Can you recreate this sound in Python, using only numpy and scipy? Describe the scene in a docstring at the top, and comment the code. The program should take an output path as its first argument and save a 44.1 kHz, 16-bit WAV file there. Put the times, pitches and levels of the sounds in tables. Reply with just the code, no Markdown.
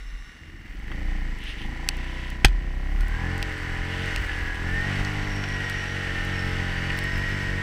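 """Tracked all-terrain vehicle pulling away through snow.

Heard from the seat: idle, two nudges of throttle, then a held pull. Each engine cycle thumps the
exhaust, gulps air and rattles the casing. Gears whine, the chassis rumbles, the tracks brush snow
and fling ice. Loose fittings tick, and one hard knock sets the chassis booming."""
import sys
import numpy as np
from scipy import signal
from scipy.fft import rfft, irfft, next_fast_len
from scipy.io import wavfile
from scipy.ndimage import uniform_filter1d

SR = 44100
rng = np.random.default_rng(int(sys.argv[2]) if len(sys.argv) > 2 else 0)


def dump(signal):
    """Clip the signal to [-1, 1] and save it as 16-bit WAV at the path in sys.argv[1]."""
    limited = np.clip(np.atleast_2d(signal).T, -1, 1)
    pcm = np.round(limited * 32767).astype(np.int16)
    wavfile.write(sys.argv[1], SR, pcm)


N = 336042
TIME_S = np.arange(N) / SR

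# Engine speed. Each row: time in seconds, cycle rate in Hz.
CYCLE_RATE = [(0, 13.6), (0.42, 14.3), (0.67, 20.8), (0.8, 23), (0.93, 26.7), (1, 28.4), (1.06, 29.3),
              (1.17, 30.1), (1.26, 29.2), (1.41, 24.6), (1.53, 23.2), (1.65, 25.8), (1.82, 29),
              (1.95, 30.3), (2.03, 30.7), (2.38, 30.9), (2.67, 31.5), (2.9, 33.4), (3.03, 36.3),
              (3.14, 39.9), (3.24, 42.6), (3.35, 44.8), (3.42, 44.8), (3.66, 42.7), (3.75, 43),
              (4.04, 45.5), (4.27, 42.7), (4.57, 41.3), (4.87, 47.3), (5.02, 49.5), (5.13, 50.4),
              (5.29, 50), (5.48, 48), (5.94, 46.4), (6.19, 45), (6.34, 45.9), (6.79, 43.7), (7.07, 46.7),
              (7.33, 47.7), (7.62, 46.3)]
# Throttle. Each row: time in seconds, opening from 0 to 1.
THROTTLE = [(0.38, 0.03), (0.45, 0.93), (0.85, .35), (0.95, 1), (1.24, 0.97), (1.35, 0.06), (1.58, 0.66),
            (1.72, 0.8), (2.1, 0.71), (2.8, 0.71), (3, 0.9), (3.22, 0.94), (3.37, 0.8), (3.53, 0.4),
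            (3.69, 0.65), (4.05, 0.87), (4.16, 0.38), (4.54, 0.44), (4.66, 0.93), (4.88, 0.99), (5.3, 0.82),
            (5.86, 0.71), (6.27, 0.92), (7.1, 0.91), (7.62, 0.91)]
# Breathing against speed. Each row: cycle rate in Hz, then exhaust, burble and inlet gains in dB.
BREATHING = [(14, -12, -61.5, -76), (21.5, -14, -52, -79), (26, -0.5, -47.5, -63), (30.2, -0.5, -50, -56),
             (33.2, 1.5, -57, -50.5), (41.6, 0, -49, -47), (44.7, 0, -48.5, -58), (51.4, 3, -45, -59)]
# Low-speed exhaust spectrum. Each row: frequency in Hz, relative level of an order there in dB.
EXHAUST_SLOW = [(40, -43), (62, -35.5), (78, -35), (92, -41.5), (125, -45), (155, -48.5), (180, -45.5),
                (215, -51.5), (255, -51), (300, -49), (355, -51.5), (400, -63.5), (650, -64)]
# High-speed exhaust spectrum, silencer peaks near 300 and 450 Hz. Columns as above.
EXHAUST_FAST = [(85, -32), (135, -36), (180, -38.5), (200, -40), (228, -47), (260, -52), (302, -42),
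                (322, -45.5), (350, -57), (385, -54.5), (415, -53), (452, -46.5), (490, -57), (600, -59.5),
                (680, -61), (760, -61), (1300, -56)]
# A wider throttle shortens the exhaust pulse. Each row: opening from 0 to 1, first notched order.
PULSE_NOTCH = [(0.7, 3.05), (0.88, 3.7), (0.97, 4.15)]
# Air box resonances. Each row: frequency in Hz, width in Hz.
AIRBOX_MODES = [(795, 66), (990, 33)]
# Air box ringing. Each row: time in seconds, lower mode level in dB, upper mode level in dB.
AIRBOX_LEVELS = [(0.6, -73, -77), (0.95, -56, -67), (1.18, -54, -66), (1.35, -62, -56), (1.5, -70, -71),
                 (1.65, -51, -56), (1.87, -50, -53.5), (2.2, -59, -52), (2.6, -58, -56), (2.95, -53.5, -68),
                 (3.27, -44, -50), (3.6, -54, -55), (3.85, -49.5, -49), (4.4, -50.5, -58),
                 (4.9, -47.5, -58), (5.6, -52.5, -50), (6.1, -50.5, -63), (6.9, -49, -51), (7.3, -60, -51)]
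# Inlet hiss. Each row: frequency in Hz, relative level in dB.
INLET_SPECTRUM = [(200, -55), (500, -3.5), (700, -8.5), (1050, 7), (1400, -8.5), (2000, -33), (4000, -44)]
# Casing clatter. Each row: time in seconds, level in dB.
CLATTER_LEVEL = [(0.0, -49.5), (0.59, -50.5), (0.98, -43), (1.38, -42.5), (2.27, -40), (2.47, -44.5),
                 (2.8, -45), (3.3, -36), (3.87, -35.5), (4.07, -33), (4.6, -36.5), (4.9, -31.5),
                 (5.29, -34), (7.32, -32.5), (7.62, -33.5)]
# Broad casing response. Each row: frequency in Hz, relative level in dB.
CASING_SPECTRUM = [(200, -45.5), (420, -5), (650, -11.5), (1200, -9.5), (1700, -2), (2400, -6.5),
                   (3600, -15.5), (6000, -23), (7000, -28), (8600, -30), (9800, -35.5), (12000, -36.5),
                   (15500, -57)]
# Casing resonances. Each row: frequency in Hz, width in Hz, boost in dB.
CASING_MODES = [(1480, 120, 4), (1900, 280, 8.5), (2150, 120, 3), (2930, 400, 6.5), (4560, 330, 4),
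                (5450, 320, 4), (6150, 350, 4), (7740, 500, 7.5)]
# Added at low speed, narrowing the casing's ring. Each row: frequency in Hz, width in Hz, gain in dB.
CASING_SLOW = [(1540, 180, -5), (2150, 330, 1.5), (2700, 200, -2)]
# Cam gear whine. Each row: time in seconds, base level in dB.
CAM_LEVEL = [(2.9, -68), (3.02, -44), (3.09, -55), (3.17, -43.5), (3.26, -42), (3.4, -50), (3.7, -48),
             (4.05, -53), (4.27, -43), (4.53, -41), (4.66, -42), (4.85, -34), (4.97, -50), (5.33, -51),
             (5.5, -39), (5.9, -44), (6.2, -40), (6.45, -41), (6.6, -52), (6.87, -54), (7.08, -35),
             (7.3, -34), (7.62, -40)]
# Frame judder as the clutch grabs. Each row: centre in seconds, half length in seconds, level in dB.
JUDDERS = [(0.115, 0.081, -34), (0.738, 0.053, -34), (1.127, 0.23, -27), (1.663, 0.023, -30),
           (2.1, 0.33, -31), (2.787, 0.089, -29), (3.023, 0.12, -22.5)]
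# Trail bumps. Each row: centre in seconds, level in dB.
TRAIL_BUMPS = [(3.52, -33), (4.23, -25.5), (4.43, -29), (4.73, -28), (5.049, -30),
               (5.3, -34), (6.17, -33), (6.47, -28.5), (6.88, -40), (7.18, -29)]
# Chassis rumble. Each row: frequency in Hz, relative level in dB.
RUMBLE_SPECTRUM = [(12, -25), (24, -6), (34, 0), (46, -5), (60, -13), (100, -26), (200, -37), (400, -46),
                   (900, -65)]
# Blows on the bodywork. Each row: start in seconds, peak in dB, centre in Hz, spread in octaves,
# rattle gain in dB.
KNOCKS = [(0.658, -38, 1900, 0.36, -29), (0.88, -34, 1890, 0.25, -30), (0.916, -27, 1330, 0.72, -20),
          (1.387, -41, 9500, .4, -42), (1.439, -37, 11000, .5, -42), (1.8885, -4.5, 6000, 0.91, -54),
          (1.9696, -37, 11000, 0.8, -45), (2.3022, -31.5, 11000, 1.2, -39), (2.4461, -1.5, 2010, 0.32, -46),
          (2.448, 0.5, 4200, 1.6, -37), (2.4486, -1, 2100, 1.15, -30), (2.455, -5.5, 4400, 1.5, -39),
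          (2.483, -28.5, 2970, 1.4, -26), (3.008, -28, 10100, 1.6, -30), (3.083, -36, 11000, 0.65, -47),
          (3.3796, -31, 10000, 0.92, -36), (3.4273, -15, 3820, 1.6, -41), (4.059, -31, 8000, 0.74, -38),
          (4.1611, -15.5, 3250, 2.3, -38), (4.295, -24, 1790, 0.2, -37), (5.0492, -24.5, 5560, 0.4, -35),
          (5.1356, -40, 12000, .5, -36), (5.439, -22, 1900, 0.71, -29), (5.698, -24, 8900, 1.9, -34),
          (6.2501, -32, 12000, .6, -38), (6.903, -17, 1960, 0.21, -28), (6.975, -33, 13600, .3, -40),
          (6.989, -22.5, 8350, 1.1, -44), (7.04, -32, 10500, 0.89, -36), (7.178, -35, 13000, .5, -26),
          (7.2907, -39, 13000, .4, -36)]
# Bodywork modes. Each row: frequency in Hz, relative level in dB, T60 in seconds.
PANEL_MODES = [(785, 6.5, 0.016), (1270, 3.5, 0.0092), (1485, 4, 0.0165), (1710, 6.5, 0.013),
               (1920, 2, 0.0062), (2620, 6.5, 0.014), (2390, 11.5, 0.0048), (2960, 11, 0.0067),
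               (3900, 5, 0.0063), (4510, 5, 0.011), (5280, 6.5, 0.0044), (6230, 1.5, 0.0082),
               (7940, 5.5, 0.0041), (8800, 3, 0.0034), (9570, 0, 0.0052), (10900, -0.5, 0.0049),
               (13750, 7.5, 0.0016)]
# Chassis after the hard knock. Each row: start in seconds, frequency in Hz, level in dB, T60 in seconds.
BOOMS = [(2.445, 39.5, -11, 0.78), (2.451, 64.4, -10.5, 0.1), (2.446, 125, -15, 0.1),
         (2.446, 227, -18, 0.029), (2.447, 350, -11, 0.016), (2.448, 812, -14, 0.04)]
# Slack belt tones. Each row: frequency in Hz, width in Hz, relative level in dB.
BELT_TONES = [(1170, 110, -3), (1465, 61, 1), (3740, 470, -9), (5440, 85, -3.5), (5950, 380, -11.5),
              (7600, 300, -16), (9800, 1500, -24)]
# Track guide scrapes. Each row: centre in seconds, half length in seconds, pitch in Hz,
# glide in Hz per second, level in dB.
GUIDE_SCRAPES = [(4.946, .25, 5460, 49, -59), (5.419, 0.15, 5580, -100, -49.5),
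                 (5.796, 0.14, 5660, 99.5, -50.5), (6.43, 0.115, 5380, -1300, -51),
                 (6.829, 0.14, 4600, -200, -52), (7.2, 0.23, 5260, -250, -52)]
# Final drive whine, sinking as the tracks slow. Each row: time in seconds, pitch in Hz.
DRIVE_PITCH = [(4.6, 1465), (5.3, 1412), (6, 1400), (6.6, 1287)]
# Tracks brushing snow. Each row: centre in seconds, half length in seconds, level in dB.
SNOW_BRUSHES = [(1.44, 0.036, -44), (1.506, 0.023, -40), (1.612, 0.031, -41), (1.99, 0.099, -49),
                (2.227, 0.088, -46.5), (4.028, 0.13, -40.5), (4.328, 0.03, -43), (4.912, 0.051, -46),
                (6.22, 0.78, -44.5)]
# Brushed snow. Each row: frequency in Hz, relative level in dB.
SNOW_SPECTRUM = [(800, -25), (2000, -1), (2900, 10), (4200, -6), (6000, -13), (7200, -26), (9500, -18),
                 (11000, -27), (15000, -35)]

ROLL_START_S = 2.87


def engine(start_turns=0.95, inlet_closed_loss_db=8):
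    """Exhaust, intake, casing and cam gear follow the crank; the chassis shakes with it."""
    hz, = curves(CYCLE_RATE)
    closed = 1 - np.clip(curves(THROTTLE)[0], 0, 1)
    rate_hz, *gains_db = np.transpose(BREATHING)
    exhaust_db, burble_db, inlet_db = (np.interp(hz, rate_hz, db) for db in gains_db)
    turns = start_turns + np.cumsum(hz * (1 + 0.001 * walk(20))) / SR
    out = undb(exhaust_db) * exhaust(turns, hz, closed)
    out += undb(burble_db) * burble(turns, hz)
    out += intake(turns, hz, inlet_db - inlet_closed_loss_db * closed)
    return out + clatter(turns, hz) + cam_gear(turns, closed) + chassis(turns, hz)


def exhaust(turns, hz, closed, notch_db=-12.5):
    """One pressure pulse a cycle: notched by its length at low speed, silencer-shaped at high speed."""
    fast = np.clip((hz - 37) / 6, 0, 1)
    stagger_turns = 0.0015 * (1 + fast) * walk(45)  # firings come early or late
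    notch_order = np.interp(1 - closed, *np.transpose(PULSE_NOTCH))
    out = 0
    for order in range(2, 25):
        order_hz = order * hz
        comb_db = 10 * np.log10(np.sin(np.pi * order / notch_order) ** 2 + undb(notch_db) ** 2)
        slow_db = np.interp(order_hz, *np.transpose(EXHAUST_SLOW)) + comb_db - 8 * closed ** 2
        # a closing throttle softens the note and takes out the bark
        closed_loss_db = 4 + 21.5 * bell(order_hz, centre_hz=173, width_hz=100)
        fast_db = np.interp(order_hz, *np.transpose(EXHAUST_FAST)) - closed * closed_loss_db
        lag_rad = rng.uniform(-1, 1) * min((order - 2) / 5, 1) * (1.5 + 0.5 * fast)
        lead_rad = 0.15 * min(order - 2, 10) ** 2  # the pipe delays low orders: each pulse falls
        waver_db = min(0.3 + 0.12 * order, 2.5) * walk(6)
        gain = undb((1 - fast) * slow_db + fast * fast_db + waver_db)
        out += gain * np.cos(2 * np.pi * order * (turns + stagger_turns) + lead_rad - lag_rad)
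    return np.sqrt(2) * out * undb(0.92 * walk(18))


def burble(turns, hz):
    """Ragged gas flow: separate chugs at idle, merging with speed."""
    depth = np.interp(hz, [20, 42], [0.95, 0.5])
    puffs = (1 + depth * np.cos(2 * np.pi * (turns + 0.1))) ** 1.5
    return unit(colour(noise() * puffs, [(40, -23), (90, 11), (300, 9), (450, -11.5), (900, -32)]))


def intake(turns, hz, inlet_db):
    """One gulp a cycle rings the air box and sounds from the open inlet; breathier at speed."""
    gulps = steady(strikes(turns, 0.6, size=1, scatter_db=1, jitter_ms=0.04))
    air = gulps + np.interp(hz, [32, 44], [0.12, 0.9]) * noise()
    rings = sum(undb(db) * steady(resonate(air, [(centre_hz, width_hz, 0)]))
                for (centre_hz, width_hz), db in zip(AIRBOX_MODES, curves(AIRBOX_LEVELS)))
    return rings + undb(inlet_db) * unit(colour(air, INLET_SPECTRUM))


def clatter(turns, hz, parts=20, decay_s=0.0031):
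    """Valves, piston and chain tap the casing, over a hiss that pulses with the crank."""
    offsets_turns = (np.arange(parts) + rng.random(parts)) / parts
    sizes = rng.choice([-1, 1], parts) * undb(1.65 * rng.standard_normal(parts))
    t = TIME_S[:SR // 50]
    taps = 0
    for offset_turns, size in zip(offsets_turns, sizes):
        ring = rng.standard_normal(len(t)) * np.exp(-t / decay_s)
        hits = strikes(turns, offset_turns, size, scatter_db=2, jitter_ms=0.055)
        taps += signal.oaconvolve(hits, ring)[:N]
    hiss = noise() * (1 + 0.079 * np.cos(2 * np.pi * turns)) * undb(walk(25))
    force = steady(taps) + undb(-2.5) * hiss
    fast_ring = unit(colour(force, CASING_SPECTRUM, CASING_MODES))
    slow_ring = unit(colour(force, CASING_SPECTRUM, CASING_MODES + CASING_SLOW))
    fast = np.clip((hz - 30) / 12, 0, 1)
    level_db, = curves(CLATTER_LEVEL)
    return undb(level_db) * (fast * fast_ring + (1 - fast) * slow_ring)


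def cam_gear(turns, closed, teeth=40, rasp_db=-46):
    """Loaded teeth whine in patches and rasp; valve springs load them once a cycle, adding sidebands."""
    level_db = curves(CAM_LEVEL)[0] + 2.2 * walk(14)
    tone = undb(level_db) * whine(teeth * turns, waver_rad=0.45 + 0.15 * closed)
    tone *= ramp(CAM_LEVEL[0][0], length_s=0.05)
    rasp = undb(rasp_db) * whine(teeth * turns, waver_rad=1) * walk(170)
    rasp *= ramp(ROLL_START_S, length_s=1.7)
    return (tone + rasp) * (1 + 0.55 * np.cos(2 * np.pi * turns))


def chassis(turns, hz, idle_db=-53, rolling_db=-33):
    """Orders near resonance rock the frame, hardest as the clutch grabs; then track jolts take over."""
    judder = sum(undb(db) * swell(s, half_s) for s, half_s, db in JUDDERS)
    bumps = sum(undb(db) * swell(s, half_s=0.041) for s, db in TRAIL_BUMPS)
    smooth_trail_db = -4.5 * swell(5.86, half_s=0.25)
    rolling = undb(rolling_db + smooth_trail_db) * ramp(ROLL_START_S, length_s=0.27)
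    orders = np.arange(1, 4)[:, None]
    response = bell(orders * hz, centre_hz=35.65, width_hz=6)
    rocking = steady((response * np.sin(2 * np.pi * orders * turns)).sum(axis=0))
    jolts = steady(colour(noise(), RUMBLE_SPECTRUM))
    jolt_gain = np.hypot(rolling, bumps + undb(-9) * judder)
    return (undb(idle_db) + judder) * rocking + jolt_gain * jolts


def knocks(rattle_decay_s=0.01):
    """Blows ring the bodywork and rattle loose fittings; harder contacts reach higher modes."""
    out, t = np.zeros(N), TIME_S[:SR // 10]
    hz, mode_db, t60_s = np.transpose(PANEL_MODES)
    sign = (-1) ** np.arange(len(hz))  # neighbouring modes swing opposite ways
    decay = undb(-60 * t / t60_s[:, None])
    for start_s, peak_db, centre_hz, spread_oct, rattle_db in KNOCKS:
        reach = undb(mode_db) / (1 + (np.log2(hz / centre_hz) / spread_oct) ** 2)
        detuned_hz = hz * (1 + 0.048 * rng.standard_normal(len(hz)))
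        ring = (sign * reach) @ (decay * np.sin(2 * np.pi * np.outer(detuned_hz, t)))
        rattle = rng.standard_normal(len(t)) * np.exp(-t / rattle_decay_s)
        ring += undb(rattle_db) * signal.fftconvolve(ring, rattle)[:len(t)]
        add(out, start_s, undb(peak_db) * ring / np.abs(ring).max())
    return out


def boom():
    """Chassis modes ring down after the hard knock."""
    out, t = np.zeros(N), TIME_S[:SR]
    for start_s, hz, db, t60_s in BOOMS:
        add(out, start_s, -undb(db - 60 * t / t60_s) * np.sin(2 * np.pi * hz * t))
    return out


def belt(level_db=-56, grip_s=0.27, fade_db_per_s=34):
    """The slack belt sings at idle and fades as it grips."""
    fade_db = fade_db_per_s * np.maximum(TIME_S - grip_s, 0)
    return undb(level_db - fade_db) * unit(resonate(noise(), BELT_TONES))


def bearing(hz=2800, level_db=-59.5):
    """A dry bearing sings briefly around idle."""
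    return undb(level_db) * swell(0.26, half_s=0.41) * whine(hz * TIME_S, waver_rad=2)


def track_guides():
    """The guides scrape in thin, gliding bands."""
    flutter, wander_hz = walk(380), 45 * walk(200)
    out = 0
    for s, half_s, centre_hz, glide_hz_per_s, db in GUIDE_SCRAPES:
        hz = centre_hz + glide_hz_per_s * np.clip(TIME_S - s, -3 * half_s, 3 * half_s)
        tone = np.sin(2 * np.pi * np.cumsum(hz + wander_hz) / SR)
        out += undb(db) * swell(s, half_s) * unit(flutter * tone)
    return out


def final_drive(level_db=-49, fade_s=0.033):
    """The final drive gears whine under load."""
    hz, = curves(DRIVE_PITCH)
    loaded = ramp(DRIVE_PITCH[0][0], fade_s) - ramp(DRIVE_PITCH[-1][0] - fade_s, fade_s)
    return undb(level_db) * loaded * whine(np.cumsum(hz) / SR, waver_rad=0.74)


def snow():
    """Swells of fine grains as the tracks brush through snow."""
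    brushing = sum(undb(db) * swell(s, half_s) for s, half_s, db in SNOW_BRUSHES)
    grains = noise() * undb(2.1 * walk(400))
    return brushing * unit(colour(grains, SNOW_SPECTRUM))


def ice_crumbs(count=110, span_s=(3.1, 7.55)):
    """Ice flung by the tracks ticks on the bodywork."""
    when, softness = rng.random((count, 2)).T
    at_s = np.interp(when, [0, 1], span_s)
    hits = np.bincount((at_s * SR).astype(int), undb(-29.5 - 10 * np.sqrt(softness)), N)
    spectrum = [(500, -25), (2000, 29), (5000, 4), (7000, -9), (8000, 11), (11000, -0.5), (15000, -10)]
    return colour(hits, spectrum)


def whine(phase_turns, waver_rad):
    """Tone fluttering with the load, rms 1."""
    flutter_db = 1.5 * walk(22)
    return unit(undb(flutter_db) * np.sin(2 * np.pi * phase_turns + waver_rad * walk(40)))


def strikes(turns, offset_turns, size, scatter_db, jitter_ms):
    """One impulse per engine cycle, scattered in time and size."""
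    due_turns = np.arange(400) + offset_turns
    at_s = np.interp(due_turns, turns, TIME_S) + jitter_ms / 1000 * rng.standard_normal(len(due_turns))
    sizes = size * undb(scatter_db * rng.standard_normal(len(due_turns)))
    keep = (due_turns < turns[-1]) & (at_s > 0)
    return np.bincount((at_s[keep] * SR).astype(int), sizes[keep], N)[:N]


def colour(x, spectrum, modes=()):
    """Minimum-phase filter from (Hz, dB) points and (Hz, width Hz, dB) modes."""
    size = next_fast_len(N + SR // 2, real=True)
    bins_hz = np.fft.rfftfreq(size, 1 / SR) + 1
    hz, db = np.transpose(spectrum)
    gain_db = np.interp(np.log(bins_hz), np.log(hz), db)
    for centre_hz, width_hz, boost_db in modes:
        gain_db += boost_db * bell(bins_hz, centre_hz, width_hz)
    cepstrum = irfft(np.log(undb(gain_db)), size)
    cepstrum[1:size // 2] *= 2
    cepstrum[size // 2 + 1:] = 0
    return irfft(rfft(x, size) * np.exp(rfft(cepstrum)), size)[:N]


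def resonate(x, modes):
    """Steep parallel resonances from (Hz, width Hz, dB) rows."""
    out = 0
    for hz, width_hz, db in modes:
        b, a = signal.iirpeak(hz, hz / (1.5 * width_hz), SR)
        out += undb(db) * signal.lfilter(b, a, signal.lfilter(b, a, x))
    return out


def bell(hz, centre_hz, width_hz):
    """Resonance curve, peak 1."""
    return 1 / (1 + (2 * (hz - centre_hz) / width_hz) ** 2)


def swell(centre_s, half_s):
    """Gaussian rise and fall."""
    return np.exp(-0.5 * ((TIME_S - centre_s) / half_s) ** 2)


def ramp(start_s, length_s):
    """Linear rise from 0 to 1."""
    return np.clip((TIME_S - start_s) / length_s, 0, 1)


def curves(table):
    """Value columns of a time table, per sample."""
    s, *columns = np.transpose(table)
    return [np.interp(TIME_S, s, column) for column in columns]


def walk(rate_hz):
    """Random wander, rms 1."""
    points = rng.standard_normal(4096)
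    return unit(np.interp(TIME_S * rate_hz, np.arange(len(points)), points))


def noise():
    """White noise."""
    return rng.standard_normal(N)


def undb(db):
    """Decibels to gain."""
    return 10 ** (np.asarray(db) / 20)


def unit(x):
    """Scale to rms 1."""
    return x / np.sqrt(np.mean(x ** 2))


def steady(x):
    """Hold the running rms at 1."""
    return x / np.sqrt(uniform_filter1d(x ** 2, size=SR // 3) + 1e-18)


def add(out, start_s, sound):
    """Mix a sound in at start_s."""
    i = int(start_s * SR)
    out[i:i + len(sound)] += sound[:N - i]


def scene(hiss_db=-73):
    """Mono, all close to the rider, no echo over open snow; faint even hiss underneath."""
    machine = engine() + belt() + bearing() + track_guides() + final_drive()
    trail = snow() + ice_crumbs() + knocks() + boom()
    return (machine + trail + undb(hiss_db) * noise())[None]


def record(dry, cutoff_hz=15600):
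    """The hardest knock overloads at full scale; a steep low-pass cuts the top."""
    lowpass = signal.ellip(10, 0.2, 80, cutoff_hz, fs=SR, output="sos")
    return signal.sosfilt(lowpass, np.clip(dry, -1, 1))


dry = scene()
out = record(dry)
dump(out)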